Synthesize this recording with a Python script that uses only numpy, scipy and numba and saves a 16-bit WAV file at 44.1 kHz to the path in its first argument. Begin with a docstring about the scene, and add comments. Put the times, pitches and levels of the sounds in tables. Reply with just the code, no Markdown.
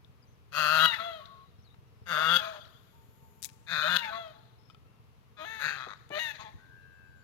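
"""Over steady air hush and a far engine's chug, small birds chirp and a drip sounds; then two geese call together.
One honks low: its syrinx slaps shut each cycle and rings throat and bill; grunts follow. The other's clear harmonic
cry breaks upward, then sighs. Thin sliding tones follow: first a cry's faint echo, then far-off ones. Soft knocks
fall now and then; a hiss grows and stops, noise bursts crackle, light taps come after; a far whine trills at the end.
Banks and trees echo the geese and, more softly, the near sounds; the right microphone is shaded and duller."""
import sys
import numpy as np
from scipy import signal
from scipy.fft import rfft, irfft
from scipy.io import wavfile
from scipy.ndimage import uniform_filter1d, map_coordinates
from numba import njit

SR = 44100
rng = np.random.default_rng(int(sys.argv[2]) if len(sys.argv) > 2 else 0)


def to_wav(sig):
    """Store sig (one row per channel, or 1-D mono) as 16-bit WAV at the path in sys.argv[1].

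    Samples outside -1..1 are clipped; the rate is SR.
    """
    pcm = np.clip(np.atleast_2d(sig), -1, 1) * 32767
    pcm = np.round(pcm).astype(np.int16)
    wavfile.write(sys.argv[1], SR, pcm.T)  # frames by channels


N = 318843
T = np.arange(N) / SR

# open-air hush, relative spectrum: f/Hz, level/dB
AIR_SPECTRUM = [(15, -53.5), (25, -12.5), (111, -0.5), (242, -2.5), (293, -9), (863, -20), (1160, -18.5),
                (1560, -25.5), (2690, -27), (6210, -37.5), (8140, -44), (12900, -38), (16000, -48.5)]
# how much weaker the right microphone hears the pond: f/Hz, level/dB
RIGHT_SHADE = [(150, 1), (600, 4.5), (1000, 8), (1400, 12), (1950, 11.5), (2500, 13.5), (3200, 24),
               (4200, 30.5), (6500, 32), (14000, 25)]
# how far the left microphone leads in phase: f/Hz, phase/rad
LEFT_LEAD = [(20, -3.5), (170, -0.43), (690, 2.09), (1460, 0.78), (2240, 2.5), (3500, -0.5), (16000, 12.5)]
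# smeared echoes from the banks: delay/s, level/dB
BANK_ECHOES = [(0.021, -11.5), (.083, -21), (.2, -32)]
# exhaust resonances of the far engine: f/Hz, width/Hz, level/dB
ENGINE_MODES = [(83.5, 11, -4), (113, 73, -5), (114, 65, -11), (216, 25, -17), (412.4, 18, -10.5),
                (452.8, 44, -13)]
# thin tones, first a cry's faint echo, then far-off ones:
# t/s, swell/s, fade/s, start f/Hz, end f/Hz, peak level/dB
THIN_TONES = [(1.189, 0.07, .24, 1125, 1080, -54.5), (2.92, 1, .88, 912, 862, -70.5),
              (4.719, 0.052, 0.29, 1294, 1350, -78), (4.849, 0.095, 0.32, 2715, 2710, -85.5),
              (6.76, 0.16, 0.35, 2730, 2517, -78), (6.8, 0.16, .45, 4060, 3800, -88.5),
              (6.92, 0.19, 0.44, 4600, 4430, -89), (6.919, .17, 0.5, 7300, 7000, -89)]
# small birds: t/s, length/s, start f/Hz, middle f/Hz, end f/Hz, level/dB
CHIRPS = [(0.218, 0.031, 5300, 4930, 4630, -73), (0.268, 0.056, 5500, 6300, 5100, -82),
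          (0.317, 0.044, 6450, 5950, 4800, -79.5), (1.58, 0.037, 5200, 5460, 4960, -81),
          (1.618, 0.028, 5230, 5860, 4740, -79), (1.64, 0.11, 4680, 3740, 4030, -75.5),
          (1.858, 0.19, 6050, 5100, 5340, -88), (4.583, 0.15, 5140, 5300, 5200, -79.5)]
# thin hisses that grow and stop short: t/s, length/s, end level/dB, growth/dB
HISSES = [(2.647, 0.776, -74.5, 5.5)]
# bands of the hiss: f/Hz, width/Hz, level/dB
HISS_BANDS = [(6900, 1200, 8), (12070, 3700, 11)]
# noise bursts (sharp close crackles; soft knocks and plops; narrow, bright drips):
# t/s, peak level/dB, centre f/Hz, t60/s
CRACKLES = [(3.421, -40, 8000, .012), (3.428, -23.5, 7200, .007), (3.4315, -34, 6500, .02),
            (3.437, -32, 6000, .022), (3.446, -21, 6500, .008), (3.4525, -29.5, 5500, .03),
            (3.458, -35, 11000, .04), (3.4897, -46, 3500, .02), (3.499, -47, 3200, .015),
            (6.092, -49, 4000, .012)]
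KNOCKS = [(1.743, -54, 1128, 0.025), (5.867, -40.5, 487, 0.059), (6.104, -40, 360, 0.053),
          (6.537, -47, 94, 0.13)]
DRIPS = [(.046, -52, 3650, 0.02), (1.256, -42, 3800, 0.038)]
# light taps: t/s, peak level/dB
TAPS = [(4.7, -43.5), (4.708, -48.5), (4.747, -45.5)]
# ringing of the small hollow thing tapped: f/Hz, t60/s, level/dB
TAP_MODES = [(1308, 0.066, 3), (2485, 0.033, -4), (3130, .016, 2), (3470, 0.02, -0.5), (4600, .018, -6)]
# fixed resonances of the crying throat: f/Hz, level/dB
CRY_THROAT = [(400, -7), (620, 8.5), (950, -5), (1350, 4), (1900, -6.5), (2400, -4.5), (2700, -11),
              (2900, 0.5), (3150, -5), (3400, -11), (3900, -7), (4500, -28), (6600, -32.5), (8000, -26)]
# the voice dropping back to a soft low note: t/s, length/s, crest f/Hz, level/dB, brightness/dB
SIGHS = [(0.976, 0.25, 680.5, -40, 0.5), (2.379, 0.23, 655.7, -45.5, -12.5),
         (4.087, 0.245, 682.3, -42.5, -3)]
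# cries: t/s, low part/s, high part/s, time from break to crest/s, low f/Hz, crest f/Hz, fall/(Hz/s),
# low level/dB, crest level/dB, fade/(dB/s), low brightness/dB, high brightness/dB, roughness/0-1,
# bill resonance f/Hz, its boost/dB, cycles per strong beat
CRIES = [ (.69, 0.1, 0.196, .058, 599.6, 982, 1400, -41, -27, 190, 13, 11, 0.01, 3920, 8, 3),
         (2.125, 0.1, 0.22, 0.047, 602.3, 941, 883, -42, -38.5, 85, 7, 8, 0.07, 2860, 2, 3),
         (3.803, 0.08, 0.228, 0.072, 587.5, 981, 1199, -37, -41, 11, 5, -4, 0.13, 2910, 5.5, 3),
         (5.369, .082, 0.33, 0.072, 601.3, 889, 498, -45, -43, 29, 2.5, 7.5, 0.7, 1740, 8, 2),
         (6.096, 0.092, 0.14, 0.029, 567.6, 948, 1295, -37, -34.5, 104, 2.5, 13.5, 0.39, 2000, 14, 3)]
# resonances of the honking throat (the first is the chest): f/Hz, width/Hz, level/dB
THROAT = [(174, 70, -13), (591, 150, -13), (970, 170, -20), (1773, 570, -8.5)]
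# bill resonances that stay put (the last carries the rush of air): f/Hz, width/Hz, level/dB
BILL = [(3797, 720, 0.5), (6456, 480, -4.5), (12560, 9000, -16)]
# soft grunts, a slowing creak, and a rough, grainy tail like the last cry's echo:
# t/s, length/s, level/dB, start pitch f/Hz, end pitch f/Hz,
# main resonance f/Hz, brightness/dB, roughness/0-1, shudder/0-1
GRUNTS = [ (0.916, 0.044, -36, 220.8, 222.8, 2010, -14, 0.24, 0.34),
          (0.978, 0.054, -37.5, 219, 223, 1260, -10.5, 0.15, 0.5),
          (2.39, 0.13, -43.5, 214.7, 210.8, 1220, -5.5, 0.41, 0),
          (2.515, 0.081, -52, 218.3, 209, 1050, -9, 0.77, 0),
          (4.023, 0.044, -40.5, 209, 218.5, 2150, -15, 0.48, .3),
          (4.066, 0.058, -42.5, 216.5, 217, 1450, -16, 0.2, 0.1),
          (4.11, 0.075, -39.5, 220.5, 224.2, 1185, -10, 0.27, 0.34),
          (5.363, 0.1, -50, 204.7, 208.4, 1235, -3, 0.31, 0),
          (5.498, 0.097, -51.5, 218.7, 222, 1770, -9, 0.48, 0.1),
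          (5.741, .14, -42, 142.2, 117.9, 1320, -8, 0.38, 0.26),
          (5.866, 0.088, -46, 106.7, 95.4, 1254, -8.5, 0.58, 0.36),
          (6.139, .075, -46, 196.6, 206.5, 1750, 1.5, 0.58, 0.4),
          (6.333, 0.0488, -56, 228, 207, 1680, 1.5, 0.65, 0.1),
          (6.383, 0.06, -47.5, 223.9, 211.7, 1000, -4.5, 0.54, 0.15),
          (6.435, 0.065, -50, 223.6, 212.4, 874, -7.5, 0.31, 0)]
# honks: t/s, length/s, release/s, level/dB, swell/dB, main resonance start f/Hz, end f/Hz, its sag/Hz,
# upper resonance start f/Hz, end f/Hz, time to its drop/s, its ring after the drop/dB,
# brightness start/dB, end/dB, roughness start/0-1, end/0-1, closing snap/dB,
# lowest bill resonance f/Hz, its boost/dB, top bill resonance f/Hz, its level/dB,
# low gap start f/Hz, end f/Hz, high gap f/Hz
HONKS = [ (0.514, 0.346, 0.007, -27, 8.5, 1370, 1360, 20, 4200, 3320, 0.27, -19.5, -2, -8.5, 0.65, 0.2, 7, 2640, 4.5, 5750, -8, 2280, 2400, 3720),
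         (2.053, 0.316, 0.018, -29, 7, 1490, 1402, 90, 3500, 3380, .235, -4.5, -7, -8, 0.85, 0.14, 8, 2800, 1, 4400, -2, 2520, 2450, 4020),
         (3.66, 0.31, 0.007, -32, 6, 1720, 1550, 215, 3840, 3430, 0.225, -5, -.5, -4.5, 0.68, 0.36, 10.5, 2440, 1.5, 5240, -4.5, 2910, 2530, 5635),
         (5.586, 0.11, 0.15, -30.5, -10, 1390, 1554, -100, 3930, 4230, 0.06, -26.5, -3.5, -8, 0.83, 0.37, 2, 2355, 3, 6520, -4, 3040, 3120, 5480)]
# one pitch curve per honk, timed from the start of the scene: t/s, f/Hz
HONK_PITCH = [
    [(0.54, 145), (0.596, 155.5), (0.668, 149), (0.724, 157), (0.798, 156.2), (0.826, 162.6), (0.85, 157.3)],
    [(2.08, 170.7), (2.11, 175.3), (2.136, 152), (2.166, 151), (2.284, 162.9), (2.3, 173.1), (2.36, 176.1)],
    [(3.69, 167.5), (3.718, 174.1), (3.742, 153.4), (3.78, 150.5), (3.856, 159.3), (3.882, 173.6),
     (3.96, 178.2)],
    [(5.6, 141.7), (5.65, 153), (5.682, 154.3), (5.72, 142.4)],
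]

TOP_HZ = 15850


def undb(db):
    """Decibels to gain."""
    return 10 ** (np.asarray(db) / 20)


def unit(x):
    """Scale to rms 1."""
    return x / np.sqrt(np.mean(x ** 2) + 1e-20)


def steady(x, size=900):
    """Hold the running rms near 1; size is the averaging length in samples."""
    power = uniform_filter1d(uniform_filter1d(x ** 2, size), size)
    return x / np.sqrt(np.abs(power) + 1e-14)


def spectrum_gain(points, hz):
    """Gain of a (f/Hz, level/dB) spectrum at any frequency."""
    f, db = np.transpose(points)
    return undb(np.interp(np.log(hz + 1), np.log(f), db))


def colour(x, points):
    """Filter by a (f/Hz, level/dB) spectrum."""
    gain = spectrum_gain(points, np.fft.rfftfreq(len(x), 1 / SR))
    return irfft(rfft(x) * gain, len(x))


@njit
def svf(x, hz, width):
    """State-variable band-pass whose centre and width may move."""
    y, band, low = np.empty(len(x)), 0., 0.
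    for i in range(len(x)):
        g, k = np.tan(np.pi * hz[i] / SR), width[i] / hz[i]
        v = (band + g * (x[i] + 1e-18 - low)) / (1 + g * (g + k))
        band, low, y[i] = 2 * v - band, low + 2 * g * v, k * v
    return y


def resonate(x, hz, width):
    """A resonance with steep skirts: two equal band-passes in a row."""
    every = np.ones(len(x))
    centre = np.minimum(hz * every, TOP_HZ)
    return svf(svf(x, centre, width * every), centre, width * every)


def body(x, modes):
    """Several (f/Hz, width/Hz, level/dB) resonances side by side."""
    return sum(undb(db) * resonate(x, hz, width) for hz, width, db in modes)


def walk(n, rate):
    """Smooth random wander with spread near 1, taking rate new values a second."""
    values = rng.standard_normal(16000)
    return 1.2 * np.interp(np.arange(n) / SR * rate, np.arange(16000), values)


def clock(length):
    """Seconds since the start of a sound."""
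    return np.arange(int(length * SR)) / SR


def envelope(t, attack_s, release_s):
    """Rise, hold and release."""
    rise = np.sin(np.pi / 2 * np.clip(t / attack_s, 0, 1)) ** 2
    return rise * np.clip((t[-1] - t) / release_s, 0, 1)


def glide(start, end, u):
    """Move from start to end as u goes from 0 to 1."""
    return start + (end - start) * u


def from_crest(t, crest_s, round_s=0.03):
    """Seconds away from the crest of a note, which turns over gently."""
    return np.hypot(t - crest_s, round_s) - round_s


def add(out, s, x):
    """Mix a sound in at its time."""
    i = int(s * SR)
    out[i:i + len(x)] += x[:max(N - i, 0)]


def play(sound, events):
    """Play one sound for each row of an event table."""
    out = np.zeros(N)
    for s, *row in events:
        add(out, s, sound(*row))
    return out


def air(level_db=-64.5, right_db=-4, swell_db=0.23):
    """Open-air hush: the bass is shared, the treble differs at the two microphones."""
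    shared = colour(rng.standard_normal(N), [(200, -12.5), (900, -17), (3000, -28.5)])
    sides = []
    for side_db in (0, right_db):
        own = colour(rng.standard_normal(N), [(150, -17.5), (900, -1), (3000, 0.5)])
        sides.append(undb(side_db) * unit(colour(shared + own, AIR_SPECTRUM)))
    return np.array(sides) * undb(level_db + swell_db * walk(N, 2.8))


def microphones(left, right):
    """The right microphone is shaded and shifted in phase; the split is scaled by its mean magnitude."""
    hz = np.fft.rfftfreq(N, 1 / SR)
    lead_hz, radians = np.transpose(LEFT_LEAD)
    ratio = spectrum_gain(RIGHT_SHADE, hz)
    late = np.exp(-1j * np.interp(hz, lead_hz, radians))
    both = np.abs(ratio + late) / 2
    return np.array([irfft(rfft(left) * ratio / both, N), irfft(rfft(right) * late / both, N)])


def banks(x, t60=0.94, treble_t60=1.15, tail_db=-15.0, smear_s=0.0075):
    """The banks throw back a few smeared echoes; the trees scatter a thin tail whose pitch blurs."""
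    t = T[:SR]
    low = colour(rng.standard_normal(SR), [(2000, 2), (5000, -15.5)])
    high = colour(rng.standard_normal(SR), [(1700, -30.0), (4000, 3.0)])
    low = low * np.exp(-np.log(1000) * t / t60)
    high = high * np.exp(-np.log(1000) * t / treble_t60)
    scatter = undb(tail_db) * unit((low + high) * np.minimum(t / 0.004, 1))
    echoes = np.zeros(SR)
    for delay, db in BANK_ECHOES:
        smear = (t > delay) * np.exp(-np.abs(t - delay) / smear_s)
        echoes += undb(db) * unit(smear * rng.standard_normal(SR))
    early, tail = (signal.fftconvolve(x, response / np.sqrt(SR))[:N] for response in (echoes, scatter))
    # the scattered paths keep changing length
    blur_s = 0.00022 * walk(N, 170)
    return early + map_coordinates(tail, [(T + blur_s) * SR], order=3, mode="nearest")


def engine(firing_hz=21.15, level_db=-63, unevenness=0.1, scatter_db=3, rumble=1.0):
    """Slow, uneven firings of a far engine; only the low exhaust resonances carry."""
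    turns = np.floor(np.cumsum(firing_hz * (1 + unevenness * walk(N, 18))) / SR)
    firings = unit(np.diff(turns, prepend=0) * undb(scatter_db * walk(N, 58)))
    return undb(level_db) * unit(body(firings + rumble * rng.standard_normal(N), ENGINE_MODES))


def thin_tone(t, hz, db, waver=0.012, unsteady=1):
    """A thin tone made unsteady in pitch and level by the air on its way."""
    phase = 2 * np.pi * np.cumsum(hz * (1 + waver * walk(len(t), 90))) / SR
    flicker_db = 3.5 * unsteady * walk(len(t), 28)
    return undb(db + flicker_db) * np.sqrt(2) * np.sin(phase)


def drifting_tone(swell_s, fade_s, hz0, hz1, db, swell_db=4.5, waver_hz=14):
    """A thin tone swells and fades as it slides in pitch."""
    t = clock(swell_s + fade_s)
    away = np.maximum(1 - t / swell_s, (t - swell_s) / fade_s)
    tone = thin_tone(t, glide(hz0, hz1, t / t[-1]), db - swell_db * away, waver=waver_hz / hz0)
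    return envelope(t, attack_s=0.013, release_s=fade_s / 2) * tone


def whine(start_s=6.58, trill_hz=91, depth=0.7):
    """A far tone, chopped by a fast trill, scoops up, then sags and fades."""
    rise_s, scoop_hz, sag_hz_per_s, fade_db_per_s = 0.17, 165, 180, 12
    t = np.maximum(T - start_s, 0)
    hz = 1681 - scoop_hz * np.exp(-t / rise_s) - sag_hz_per_s * t
    tone = thin_tone(t, hz, -58 - fade_db_per_s * t, waver=0.006, unsteady=0.36)
    trill = 1 + depth * np.cos(2 * np.pi * trill_hz * t)
    return np.sqrt(np.minimum(t / rise_s, 1)) * tone * trill


def chirp(length, start_hz, middle_hz, end_hz, db, raspiness=0.6):
    """A small bird's faint whistle curves through three pitches."""
    t = clock(length)
    curve = np.polyfit([-1, 0, 1], [start_hz, middle_hz, end_hz], 2)
    whistle = thin_tone(t, np.polyval(curve, 2 * t / length - 1), db, waver=0.0107)
    return envelope(t, attack_s=0.006, release_s=0.0028) * whistle * (1 + raspiness * walk(len(t), 500))


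def hiss(length, db, growth_db):
    """A thin, high band of noise grows and stops short."""
    t = clock(length)
    noise = unit(body(rng.standard_normal(len(t)), HISS_BANDS))
    return envelope(t, attack_s=0.04, release_s=0.017) * undb(db + growth_db * (t / length - 1.0)) * noise


def bursts(events, spread):
    """Short decaying bursts of noise, each in its own band; spread is bandwidth over centre."""
    out, t = np.zeros(N), T[:SR // 6]
    for s, db, hz, t60 in events:
        decaying = rng.standard_normal(len(t)) * np.exp(-np.log(1000) * t / t60)
        x = resonate(decaying, hz, spread * hz)
        add(out, s, undb(db) * x / np.abs(x).max())
    return out


def tap(db):
    """A light tap on something small and hollow: a few decaying modes."""
    t = clock(.15)
    ring = sum(undb(mode_db - 60 * t / t60) * np.sin(2 * np.pi * hz * t) for hz, t60, mode_db in TAP_MODES)
    return undb(db) * ring / np.abs(ring).max()


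def clear_voice(t, hz, db, bright_db, rough, ring_hz, ring_db, beat_cycles=3,
                jitter=0.0055, flutter=0.61, hiss_db=-16, count=7):
    """A clear harmonic tone; roughness makes every second or third cycle beat, adding lines between harmonics."""
    n = len(t)
    phase = 2 * np.pi * np.cumsum(hz * (1 + jitter * (1 + rough) * walk(n, 400))) / SR
    tone = np.zeros(n)
    for k in range(1, count + 1):
        # brightness grows from 700 Hz to its full amount two octaves up
        push = undb(bright_db * np.clip(np.log(k * hz / 700) / np.log(4), 0, 1))
        shiver = undb(1.2 * np.sqrt(k) * walk(n, 70))
        ring = undb(ring_db * np.exp(-((k * hz - ring_hz) / 260) ** 2))  # the bill
        tone += spectrum_gain(CRY_THROAT, k * hz) * ring * push * shiver * np.sin(k * phase)
    beat = 1 + flutter * rough * (np.cos(phase / beat_cycles) + 0.35 * walk(n, 500))
    breath = unit(body(colour(rng.standard_normal(n), [(4000, -8.0), (12000, -10)]), BILL))
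    breath = breath * undb(hiss_db + bright_db / 2) * np.sqrt(np.abs(rough))
    return undb(db) * steady(steady(tone) * beat + breath)


def sigh(length, crest_hz, db, bright_db):
    """A soft, flat arch of the clear voice in its low register; the bill picks out one overtone."""
    fall_hz_per_s, fade_db_per_s = 580, 116
    t = clock(length)
    away = from_crest(t, crest_s=0.088)
    voice = clear_voice(t, crest_hz - fall_hz_per_s * away, db - fade_db_per_s * away, bright_db,
                        rough=0.16, ring_hz=3396, ring_db=12.5)
    return envelope(t, attack_s=0.035, release_s=0.02) * voice


def cry(low_s, high_s, crest_s, low_hz, crest_hz, fall, low_db, crest_db, fade,
        low_bright, high_bright, rough, ring_hz, ring_db, beat_cycles):
    """A climbing low note breaks up by about a fifth; pitch and level then arch over together."""
    climb_hz_per_s, break_s = 580, 0.0035
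    t = clock(low_s + high_s)
    broken = .5 + .5 * np.tanh((t - low_s) / break_s)
    # the voice rasps where it breaks and roughens as it runs out
    crack = 0.3 * np.exp(-((t - low_s) / 0.003) ** 2)
    fray = 0.25 * np.clip(2 * (t - low_s) / high_s - 1, 0, 1)
    away = from_crest(t, low_s + crest_s)
    hz = glide(low_hz + climb_hz_per_s * t, crest_hz - fall * away, broken)
    db = glide(low_db, crest_db - fade * away, broken)
    bright_db = glide(low_bright, high_bright, broken)
    voice = clear_voice(t, hz, db, bright_db, rough + crack + fray, ring_hz, ring_db, beat_cycles)
    return envelope(t, attack_s=0.055, release_s=0.013) * voice


def gap(x, hz, width_hz=440, depth=0.62):
    """A side cavity of the throat swallows one band."""
    every = np.ones(len(x))
    for _ in range(2):
        x = x - depth * svf(x, hz * every, width_hz * every)
    return x


def rasp(t, hz, db, main_hz, bright_db, upper_hz, rough, gaps_hz, ring=0, bill_hz=2500, bill_db=0,
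         top_hz=5500, top_db=-12, clear_width_hz=100, rough_width_hz=620, upper_width_hz=900, top_width_hz=500):
    """The syrinx slaps shut once a cycle and a puff of air follows; both ring the throat and the bill."""
    jitter, shimmer_db, low_rasp, high_rasp, open_share = .036, 2.6, .9, 1.9, .42
    n = len(t)
    cycles = np.cumsum(hz * (1 + jitter * rough * walk(n, 170.64))) / SR
    offset = ((cycles + .5) % 1 - .5) * SR / hz  # samples from the nearest slap
    pulses = np.sinc(offset) * np.exp(-(offset / 6) ** 2)
    slaps = unit(pulses * undb(shimmer_db * rough * walk(n, 170)))
    puffs = rough * unit(np.exp(-(cycles % 1) / open_share) * rng.standard_normal(n))
    soft = slaps + low_rasp * puffs
    # each slap rattles along the windpipe, which smears it and makes the overtones uneven
    windpipe = rng.standard_normal(SR // 100) * np.exp(-T[:SR // 100] / .0022)
    rattle = unit(signal.fftconvolve(slaps, windpipe)[:n])
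    # the top is mostly rushing air
    harsh = colour(rattle, [(4000, 7.0), (8000, -12.0)]) + high_rasp * puffs
    # a leaky, rough syrinx damps the resonances; a tight one lets them ring narrow and tall
    width = clear_width_hz + rough_width_hz * rough
    upper_width = clear_width_hz + upper_width_hz * rough
    tall = 450 / width
    # the resonances wander a little
    main_hz, upper_hz, bill_hz = (f * (1 + 0.014 * walk(n, 120)) for f in (main_hz, upper_hz, bill_hz))
    throat = tall * resonate(soft, main_hz, width)
    throat = throat + body(rattle + low_rasp * puffs, THROAT[1:]) + body(slaps, THROAT[:1])
    bill = tall * resonate(harsh, upper_hz, upper_width) + body(harsh, BILL[:-1])
    bill = bill + undb(3.5 + bill_db) * resonate(harsh, bill_hz, 270)
    bill = bill + undb(top_db) * resonate(harsh, top_hz, top_width_hz)
    # the louder the call, the more air rushes through the bill
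    rush = undb(0.86 * (db + 32.5)) * body(harsh, BILL[-1:])
    squeal = ring * steady(resonate(soft, upper_hz, 180))
    for gap_hz in gaps_hz:
        throat, bill = gap(throat, gap_hz), gap(bill, gap_hz)
    return undb(db) * (steady(throat) + undb(bright_db) * steady(bill + rush) + squeal)


def grunt(length, db, hz0, hz1, main_hz, bright_db, rough, shudder):
    """One short, rounded stretch of the rasping voice; a slack syrinx shudders in coarse pulses."""
    t = clock(length)
    u = t / length
    shudder_hz = 44.5 * (1 + .2 * walk(len(t), 40))
    pulsing = 1 + shudder * np.cos(2 * np.pi * np.cumsum(shudder_hz) / SR)
    voice = rasp(t, glide(hz0, hz1, u), db, main_hz, bright_db, upper_hz=3450, rough=rough, gaps_hz=[2800])
    return np.sin(np.pi * u) ** 0.97 * pulsing * voice


def honk(pitch, length, release, db, swell_db, main0, main1, sag_hz, upper0, upper1, drop_s, ring_db,
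         bright0, bright1, rough0, rough1, snap_db, bill_hz, bill_db, top_hz, top_db, gap0, gap1, high_gap_hz):
    """A honk's level and roughness shift as the goose pushes; resonances and gaps slide, and it snaps shut."""
    clearing_s, upper_drop_s, snap_s = 0.1, 0.012, 0.012
    t = clock(length + release)
    u = np.minimum(t / length, 1)
    closing = np.sin(np.pi * u)
    # the bill half closes in mid-call, which dulls it by 2 dB; the end is a harsh snap
    snap = snap_db * np.exp(-((t - length) / snap_s) ** 2)
    bright_db = glide(bright0, bright1, u) - 2 * closing + snap
    dropped = .5 + .5 * np.tanh((t - drop_s) / upper_drop_s)
    rough = glide(rough1, rough0, np.exp(-t / clearing_s))
    main_hz = glide(main0, main1, u) - sag_hz * closing
    gaps_hz = [glide(gap0, gap1, u ** 2), high_gap_hz]
    voice = rasp(t, np.interp(t, *pitch.T), db + swell_db * (u - .5), main_hz, bright_db,
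                 glide(upper0, upper1, dropped), rough, gaps_hz, dropped * undb(ring_db),
                 bill_hz + 180 * u ** 2, bill_db, top_hz, top_db)
    attack = np.clip(t / 0.071, 0, 1) ** 1.39
    return voice * attack * np.clip((t[-1] - t) / release, 0, 1) ** 2


def honks():
    """Each honk follows its own pitch curve, shifted to start with it."""
    rows = []
    for (s, *row), pitch in zip(HONKS, HONK_PITCH):
        rows.append((s, np.array(pitch) - (s, 0), *row))
    return play(honk, rows)


def scene():
    """Geese and faint sounds over the water, small noises close by."""
    faint = engine() + play(drifting_tone, THIN_TONES) + whine() + play(chirp, CHIRPS)
    near = bursts(CRACKLES, spread=2.1) + bursts(KNOCKS, spread=1.2) + bursts(DRIPS, spread=0.3)
    near = near + play(tap, TAPS) + play(hiss, HISSES)
    geese = play(sigh, SIGHS) + play(cry, CRIES) + play(grunt, GRUNTS) + honks()
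    direct = geese + faint + near
    echoing = geese + undb(-10.0) * near
    # each microphone hears its own scatter
    left = direct + banks(echoing)
    right = direct + undb(3.5) * banks(echoing)
    return microphones(left, right) + air()


def record(dry):
    """The recorder cuts the top with a steep low-pass."""
    low_pass = signal.ellip(10, .05, 60, TOP_HZ, fs=SR, output="sos")
    return signal.sosfiltfilt(low_pass, dry)


dry = scene()
out = record(dry)
to_wav(out)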